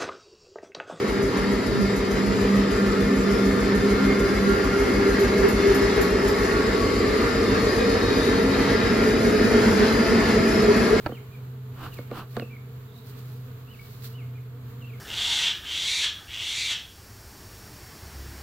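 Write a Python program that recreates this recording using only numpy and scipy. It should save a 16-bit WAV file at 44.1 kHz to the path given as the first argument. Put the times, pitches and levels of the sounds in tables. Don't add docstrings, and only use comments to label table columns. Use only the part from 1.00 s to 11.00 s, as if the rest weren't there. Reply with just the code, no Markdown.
import sys
import numpy as np
from scipy import signal
from scipy.fft import rfft, irfft
from scipy.io import wavfile
from scipy.ndimage import uniform_filter1d

SR = 44100
rng = np.random.default_rng(int(sys.argv[2]) if len(sys.argv) > 2 else 0)


def wrap_up_sound(samples):
    columns = np.atleast_2d(samples).T
    tamed = np.clip(columns, -1, 1)
    steps = np.round(tamed * 32767).astype(np.int16)
    wavfile.write(sys.argv[1], SR, steps)


N = 441000
TIME = np.arange(N) / SR
MID_WALK_S = 5

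# (f/Hz, left-right likeness/0-1, phase of right against left/rad, left over right/dB)
STEREO_IMAGE = [(50, .98, 0, 0), (200, .96, .2, 0), (450, .9, .4, 0), (750, .4, .3, -1), (1500, .3, 1.5, 0),
                (1800, .7, .1, 3), (2200, .7, -.2, .5), (3800, .5, -.9, 3), (5200, .3, -.5, 7),
                (5700, .4, 1.2, 3.5), (7000, .55, 2, 1), (7700, 1, np.pi, 0), (8900, 1, np.pi, 0),
                (9900, .6, 4.8, 0), (11100, 1, 2 * np.pi, 0), (13100, 1, 2 * np.pi, 0), (13800, .4, 6.7, 0),
                (14100, .5, 8.9, 0), (14600, 1, 3 * np.pi, 0)]
# (t/s, gain/dB)
WALK_GAIN = [(0, 0.5), (1, 2), (3, 2.5), (4.6, 4.5), (6, 4.5), (7.6, 5.5), (8.7, 7), (9.4, 7.5), (10, 6)]
# (f/Hz, relative level/dB)
BELT_COLOUR = [(25, -50), (40, -38), (70, -19), (95, -10.5), (125, -5), (150, -10), (180, -6), (250, -2),
               (330, -6), (440, 0), (520, -10), (570, -14), (650, -12), (720, -19), (1500, -80)]
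STONE_COLOUR = [(400, -45), (700, -3), (850, -3), (1020, -2.5), (1300, 0), (1500, -3), (1800, -1),
                (2150, -3), (2300, -9), (3200, -16), (6000, -70)]
BEARING_COLOUR = [(2000, -25), (2700, -4), (3500, -3), (4300, 0), (5200, -2), (5500, -6), (6000, -11),
                  (7500, -10), (9500, -60)]
HISS_COLOUR = [(3000, -45), (4000, -20), (6000, 0), (8000, -2), (10000, -6), (12000, -9), (13500, -14),
               (14200, -18), (15200, -26)]
PALM_COLOUR = [(2000, -41), (3000, -3), (6000, -3), (7000, 4), (9000, -3), (12500, -1), (14000, -5),
               (15200, -14)]
# (f/Hz, half-width/Hz, depth/dB, deepest at t/s, half-span/s)
ROOM_NULLS = [(122, 26, -4, 4.7, 0.89), (343, 10, -1.5, 6.1, 3.4), (448.4, 6.2, -14, 2.7, 1.64),
              (259, 8.5, -5, 10.3, 1.8), (164, 9.6, -2.5, 8.1, 1.5), (702, 34, -5, 1.9, 9.1)]
# (f/Hz, base level/dB, drift/dB per s, swell/dB, crest t/s, crest spacing/s)
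METAL_RINGS = [(1121, -46, .3, 5, 5.2, 7), (1206, -47.5, 0, 5, 1.8, 5.1), (1297, -45.5, .5, 2.5, 3.4, 5.9),
               (1394, -41.5, -.2, 5, 3.4, 5.5), (1636, -46.5, 1.1, 3, .1, 3.7),
               (1780, -47, .2, 3, 2.7, 3.9), (1922, -55, 1.4, 4.3, 1, 3.8), (2013, -51, .6, 4.9, 0, 3.1),
               (2152, -45.5, .2, 3, 4.2, 6.2), (2417, -50, 1, 3.5, 2.1, 5.9), (2600, -55, .9, 3.2, 2, 7.6),
               (3560, -55.5, -.2, 4.5, 2.7, 4.1), (3805, -55, 1.1, 6, .9, 5.9),
               (3870, -57, .8, 4.5, .6, 6.7), (4135, -56, 1.2, 3, 3.8, 3), (4303, -55, .4, 5, 6.4, 6.8),
               (4740, -52.5, .7, 2.5, 1.5, 2.5), (4890, -53.5, 1, 3, 1.8, 3.6),
               (4845, -57.5, .6, 8, 6.8, 7), (4360, -60, .8, 6, 6.6, 7), (5040, -59, .6, 4, 1.8, 5.9),
               (5155, -56, .6, 3, .6, 4.5), (7300, -54, -.1, 2.9, 1.8, 4.1)]
# (f/Hz, width/Hz, throb per shaft turn/dB, its crest/turns, beat per firing/dB,
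# its crest/cycles, base level/dB, drift/dB per s, swell/dB, crest t/s, crest spacing/s)
CASING_HUMS = [(199.2, 5.5, 2, 0.79, 2.5, 0.97, -31.5, -1, 3.5, 2.5, 6.3),
               (227.3, 15.2, -2, .13, -0.5, 0.57, -39, 1.95, 5, 1.63, 7.5),
               (270.6, 8.4, 0.5, 0.54, 3, 0.36, -36, 0.1, 6.5, 2.53, 5),
               (397.4, 15, 2, 0.093, 0, 0.73, -30.5, -1.13, 6, 4.4, 6.5),
               (422.7, 13.2, 3, .27, 1, 0.21, -35.5, 1.8, -1, 2.5, 4.5),
               (461.9, 21, 6, 0.96, 3, 0.39, -37, 1.5, 5, 1.83, 5),
               (654, 79, 1.5, .2, 1, .3, -45, 2.35, 1.5, 1.8, 6.3)]
# (t/s, row of CASING_HUMS counted from 1, level/dB)
CASING_BOOMS = [(4.215, 4, -18), (4.455, 4, -15), (4.675, 4, -18), (4.715, 4, -15), (4.839, 4, -17),
                (5.007, 4, -18), (5.328, 4, -19), (6.835, 6, -19), (8.083, 5, -18), (8.275, 2, -18),
                (8.361, 5, -20), (8.456, 2, -18), (8.56, 2, -14), (8.56, 5, -17), (8.694, 2, -17),
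                (8.826, 2, -18), (8.828, 5, -18), (9.001, 2, -18), (9.121, 2, -19), (9.398, 2, -19),
                (9.689, 2, -19), (9.701, 5, -16), (9.827, 2, -19), (9.937, 5, -19)]
# (t/s, f/Hz, level/dB)
RING_FLARES = [(.79, 199, -21), (1.27, 199, -17), (1.55, 199, -20), (2.76, 1780, -34), (3.13, 2140, -33),
               (3.18, 199, -19), (3.23, 1400, -32), (3.46, 199, -20), (3.52, 1400, -32), (3.73, 1410, -32),
               (4.61, 2155, -36), (4.86, 2155, -35), (5.38, 1121, -35), (5.55, 1420, -33),
               (5.61, 1121, -31), (5.83, 1121, -32), (6.01, 1121, -34), (6.18, 4300, -42),
               (6.28, 1780, -32), (6.32, 1410, -33), (6.61, 4310, -41), (6.72, 4850, -38),
               (6.92, 4330, -41), (7.07, 3805, -39), (7.18, 4860, -41), (7.27, 3805, -39), (7.5, 272, -22),
               (7.6, 4350, -41), (8.5, 2420, -36)]
# (t/s, level/dB)
IRON_KNOCKS = [(4.414, -21), (4.69, -26), (4.955, -22), (6.22, -24), (7.991, -26), (8.5, -23), (8.778, -23),
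               (9.414, -26), (9.758, -26)]
# (t/s, level/dB, rise/s)
HAND_PATS = [(4.19, -29, .015), (4.4827, -30, .004), (4.7426, -29.5, .006), (5.005, -24, .02),
             (5.2729, -30.5, .006)]
FIRING_RATE = [6.925, 6.666, 6.713, 6.764, 6.716, 7.001, 7.319, 7.431, 7.404, 7.221, 7.09]
# (f/Hz, relative level/dB, delay/s, time to peak/s)
PIPE_MODES = [(49.2, 4.5, 0.0087, 0.024), (98, -4.5, 0.0041, 0.031), (83.3, -10.5, 0.0031, 0.046),
              (115, -20, 0.0026, 0.027), (62, -6, 0.0462, 0.0067)]
# (t/s, deep thump gain/dB, upper thump gain/dB,
# wall echo against thump/dB, chuff level/dB)
ENGINE_MIX = [(0, -29.5, -33, -20, -40.5), (1.5, -27, -28, -18, -40.5), (4.5, -24.5, -23.5, -14, -39),
              (6.2, -29, -23, -10, -45), (8, -30, -23.5, -12, -43), (10, -29, -23, -13, -40)]


def gain_of(db):
    return 10 ** (np.asarray(db) / 20)


def unit_rms(x):
    return x / np.sqrt(np.mean(x ** 2) + 1e-20)


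def at_pitch(table, hz, column=1):
    columns = np.transpose(table)
    return np.interp(np.log(hz + 1), np.log(columns[0] + 1), columns[column])


def at_time(table, column, t=TIME):
    columns = np.transpose(table)
    return np.interp(t, columns[0], columns[column])


def bell(x, centre, half_width):
    return np.exp(-.5 * ((x - centre) / half_width) ** 2)


def patches(shape, bins, frames):
    across_pitch = uniform_filter1d(rng.standard_normal(shape), bins, axis=0)
    return unit_rms(uniform_filter1d(across_pitch, frames, axis=1))


def stereo_noise():
    hz = np.fft.rfftfreq(N, 1 / SR)
    left, other = rfft(rng.standard_normal((2, N)))
    likeness = np.clip(at_pitch(STEREO_IMAGE, hz), 0, 1)
    phase = at_pitch(STEREO_IMAGE, hz, column=2)
    right = (likeness * left + np.sqrt(1 - likeness ** 2) * other) * np.exp(1j * phase)
    lean = gain_of(at_pitch(STEREO_IMAGE, hz, column=3) / 2)
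    return irfft(np.array([left * lean, right / lean]), N)


def roar(colour, patchy_db, bins, frames, size):
    hz, _, spectrum = signal.stft(stereo_noise(), SR, nperseg=size, noverlap=size * 3 // 4)
    patch_db = patchy_db * patches(spectrum.shape[1:], bins, frames)
    spectrum = spectrum * gain_of(at_pitch(colour, hz)[:, None] + patch_db)
    return unit_rms(signal.istft(spectrum, SR, nperseg=size, noverlap=size * 3 // 4)[1][:, :N])


def bursts(times, levels_db, t60_s, rise_s):
    out, t = np.zeros(N + SR), np.arange(SR // 4) / SR
    for start, db, rise in np.broadcast(times, levels_db, rise_s):
        out[round(start * SR):][:len(t)] += gain_of(db - 60 * t / t60_s) * (1 - np.exp(-t / rise))
    return out[:N]


def swell_db(t, base_db, drift, depth_db, crest_s, spacing_s):
    return base_db + drift * (t - MID_WALK_S) + depth_db * np.cos(2 * np.pi * (t - crest_s) / spacing_s)


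def engine_cycles():
    rate = np.interp(TIME, np.arange(len(FIRING_RATE)), FIRING_RATE)
    return .533 + np.cumsum(rate) / SR


def uneven_feed(depth_db, samples):
    wander = uniform_filter1d(uniform_filter1d(rng.standard_normal(N), samples), samples)
    return gain_of(depth_db * unit_rms(wander))


def mills():
    load, near_db = uneven_feed(0.82, samples=3000), at_time(WALK_GAIN, column=1)
    rumble = gain_of(-25.5 + 0.57 * near_db) * roar(BELT_COLOUR, 0.93, bins=2, frames=20, size=4096)
    grind = gain_of(-35 + near_db) * roar(STONE_COLOUR, 3.2, bins=2, frames=40, size=4096)
    whir = gain_of(-43 + 1.15 * near_db) * roar(BEARING_COLOUR, 3.8, bins=3, frames=14, size=2048)
    hiss = gain_of(-49.5 + near_db) * roar(HISS_COLOUR, 1.0, bins=3, frames=30, size=1024)
    rattle = gain_of(-41.5 + near_db) * roar(STONE_COLOUR, 3.1, bins=10, frames=12, size=1024)
    return rumble + load * (grind + rattle + whir) + uneven_feed(1.3, samples=2500) * hiss


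def dead_spots(sound):
    hz, t, spectrum = signal.stft(sound, SR, nperseg=8192, noverlap=4096)
    dip_db = sum(db * np.outer(bell(hz, pitch, width), bell(t, deepest_s, span))
                 for pitch, width, db, deepest_s, span in ROOM_NULLS)
    return signal.istft(spectrum * gain_of(dip_db), nperseg=8192, noverlap=4096)[1][:, :N]


def metal_rings():
    hz, t, spectrum = signal.stft(stereo_noise(), SR, nperseg=4096, noverlap=3072)
    power = 0
    for pitch, *swell in METAL_RINGS:
        width_hz = 4 + .004 * pitch
        band = 1 / (1 + ((hz - pitch) / width_hz) ** 2) ** 2
        power = power + np.outer(band / band.mean(), gain_of(2 * swell_db(t, *swell)))
    flutter_db = 2.62 * patches(power.shape, bins=5, frames=5)
    drift_db = 0.19 * patches(power.shape, bins=9, frames=20)
    spectrum = spectrum * gain_of(flutter_db + drift_db) * np.sqrt(power)
    return signal.istft(spectrum, nperseg=4096, noverlap=3072)[1][:, :N]


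def casing_booms(casing):
    return sum(gain_of(db) * bell(TIME, crest_s, half_width=0.015)
               for crest_s, row, db in CASING_BOOMS if row == casing)


def casing_hums():
    noise, cycles, out = stereo_noise(), engine_cycles(), 0
    for casing, row in enumerate(CASING_HUMS, 1):
        hz, width, throb_db, throb_crest, beat_db, beat_crest, *swell = row
        radius = np.exp(-np.pi * width / SR)
        poles = [1, -2 * radius * np.cos(2 * np.pi * hz / SR), radius * radius]
        band = unit_rms(signal.lfilter([1, 0, -1], poles, noise))
        tone = unit_rms(signal.lfilter([1], poles, band))
        strength = np.sqrt(abs(uniform_filter1d(tone ** 2, size=1500)) + 0.022)
        tone = unit_rms(tone / strength ** 0.25)
        throb = throb_db * np.cos(2 * np.pi * (cycles / 2 - throb_crest))
        beat = beat_db * np.cos(2 * np.pi * (cycles - beat_crest))
        out = out + gain_of(swell_db(TIME, *swell) + throb + beat) * tone
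        envelope = np.sqrt(2 * abs(uniform_filter1d((tone ** 2).mean(0), size=700)) + .12)
        out = out + casing_booms(casing) * tone / envelope
    return out


def ring_flares():
    noise, out, span = stereo_noise(), np.zeros((2, N)), SR // 4
    t = np.arange(-span, span) / SR
    for crest_s, hz, db in RING_FLARES:
        window = slice(round(crest_s * SR) - span, round(crest_s * SR) + span)
        b, a = signal.iirpeak(hz, Q=125, fs=SR)
        tone = unit_rms(signal.lfilter(b, a, signal.lfilter(b, a, noise[:, window])))
        envelope = np.sqrt(abs(signal.hilbert(tone.mean(0))) ** 2 + .2)
        out[:, window] += gain_of(db) * bell(t, 0, half_width=.06) * tone / envelope
    return out


def iron_knocks():
    times, levels_db = np.transpose(IRON_KNOCKS)
    envelope = bursts(times, levels_db, t60_s=0.39, rise_s=.025)
    return envelope * roar(STONE_COLOUR, 0.85, bins=3, frames=8, size=512)


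def hand_pats():
    times, levels_db, rises = np.transpose(HAND_PATS)
    envelope = bursts(times, levels_db, t60_s=0.16, rise_s=rises)
    return envelope * roar(PALM_COLOUR, 3.5, bins=4, frames=3, size=256)


def engine_thumps(firings):
    deep_below_hz, wall_delay_s = 70, 0.0743
    t, thumps = np.arange(SR // 3) / SR, 0
    for hz, db, delay, peak_s in PIPE_MODES:
        age = np.maximum(t - delay, 0)
        envelope = (age / peak_s * np.exp(1 - age / peak_s)) ** 2
        mode = -gain_of(db) * envelope * np.sin(2 * np.pi * hz * age)
        fader_db = at_time(ENGINE_MIX, column=1 if hz < deep_below_hz else 2)
        thumps = thumps + signal.oaconvolve(firings * gain_of(fader_db), mode)[:N]
    echo = gain_of(at_time(ENGINE_MIX, column=3)) * np.interp(TIME - wall_delay_s, TIME, thumps)
    return gain_of([[.2], [-.2]]) * (thumps + echo)


def exhaust_chuffs(firings):
    times, lag_s = TIME[firings > 0], 0.0074
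    levels_db = at_time(ENGINE_MIX, column=4, t=times) + 1.2 * rng.standard_normal(len(times))
    envelope = bursts(times + lag_s, levels_db, t60_s=0.21, rise_s=0.0033)
    return envelope * roar(HISS_COLOUR, 2.1, bins=4, frames=4, size=512)


def scene():
    firings = np.diff(np.floor(engine_cycles()), prepend=0)
    engine = engine_thumps(firings) + exhaust_chuffs(firings)
    bed = dead_spots(casing_hums() + mills())
    return engine + bed + metal_rings() + ring_flares() + iron_knocks() + hand_pats()


def record(dry):
    low_cut = signal.butter(4, 38, "high", fs=SR, output="sos")
    high_cut = signal.firwin(511, 15200, window=("kaiser", 9), fs=SR)
    return signal.oaconvolve(signal.sosfilt(low_cut, dry), high_cut[None], "same")


dry = scene()
out = record(dry)
wrap_up_sound(out)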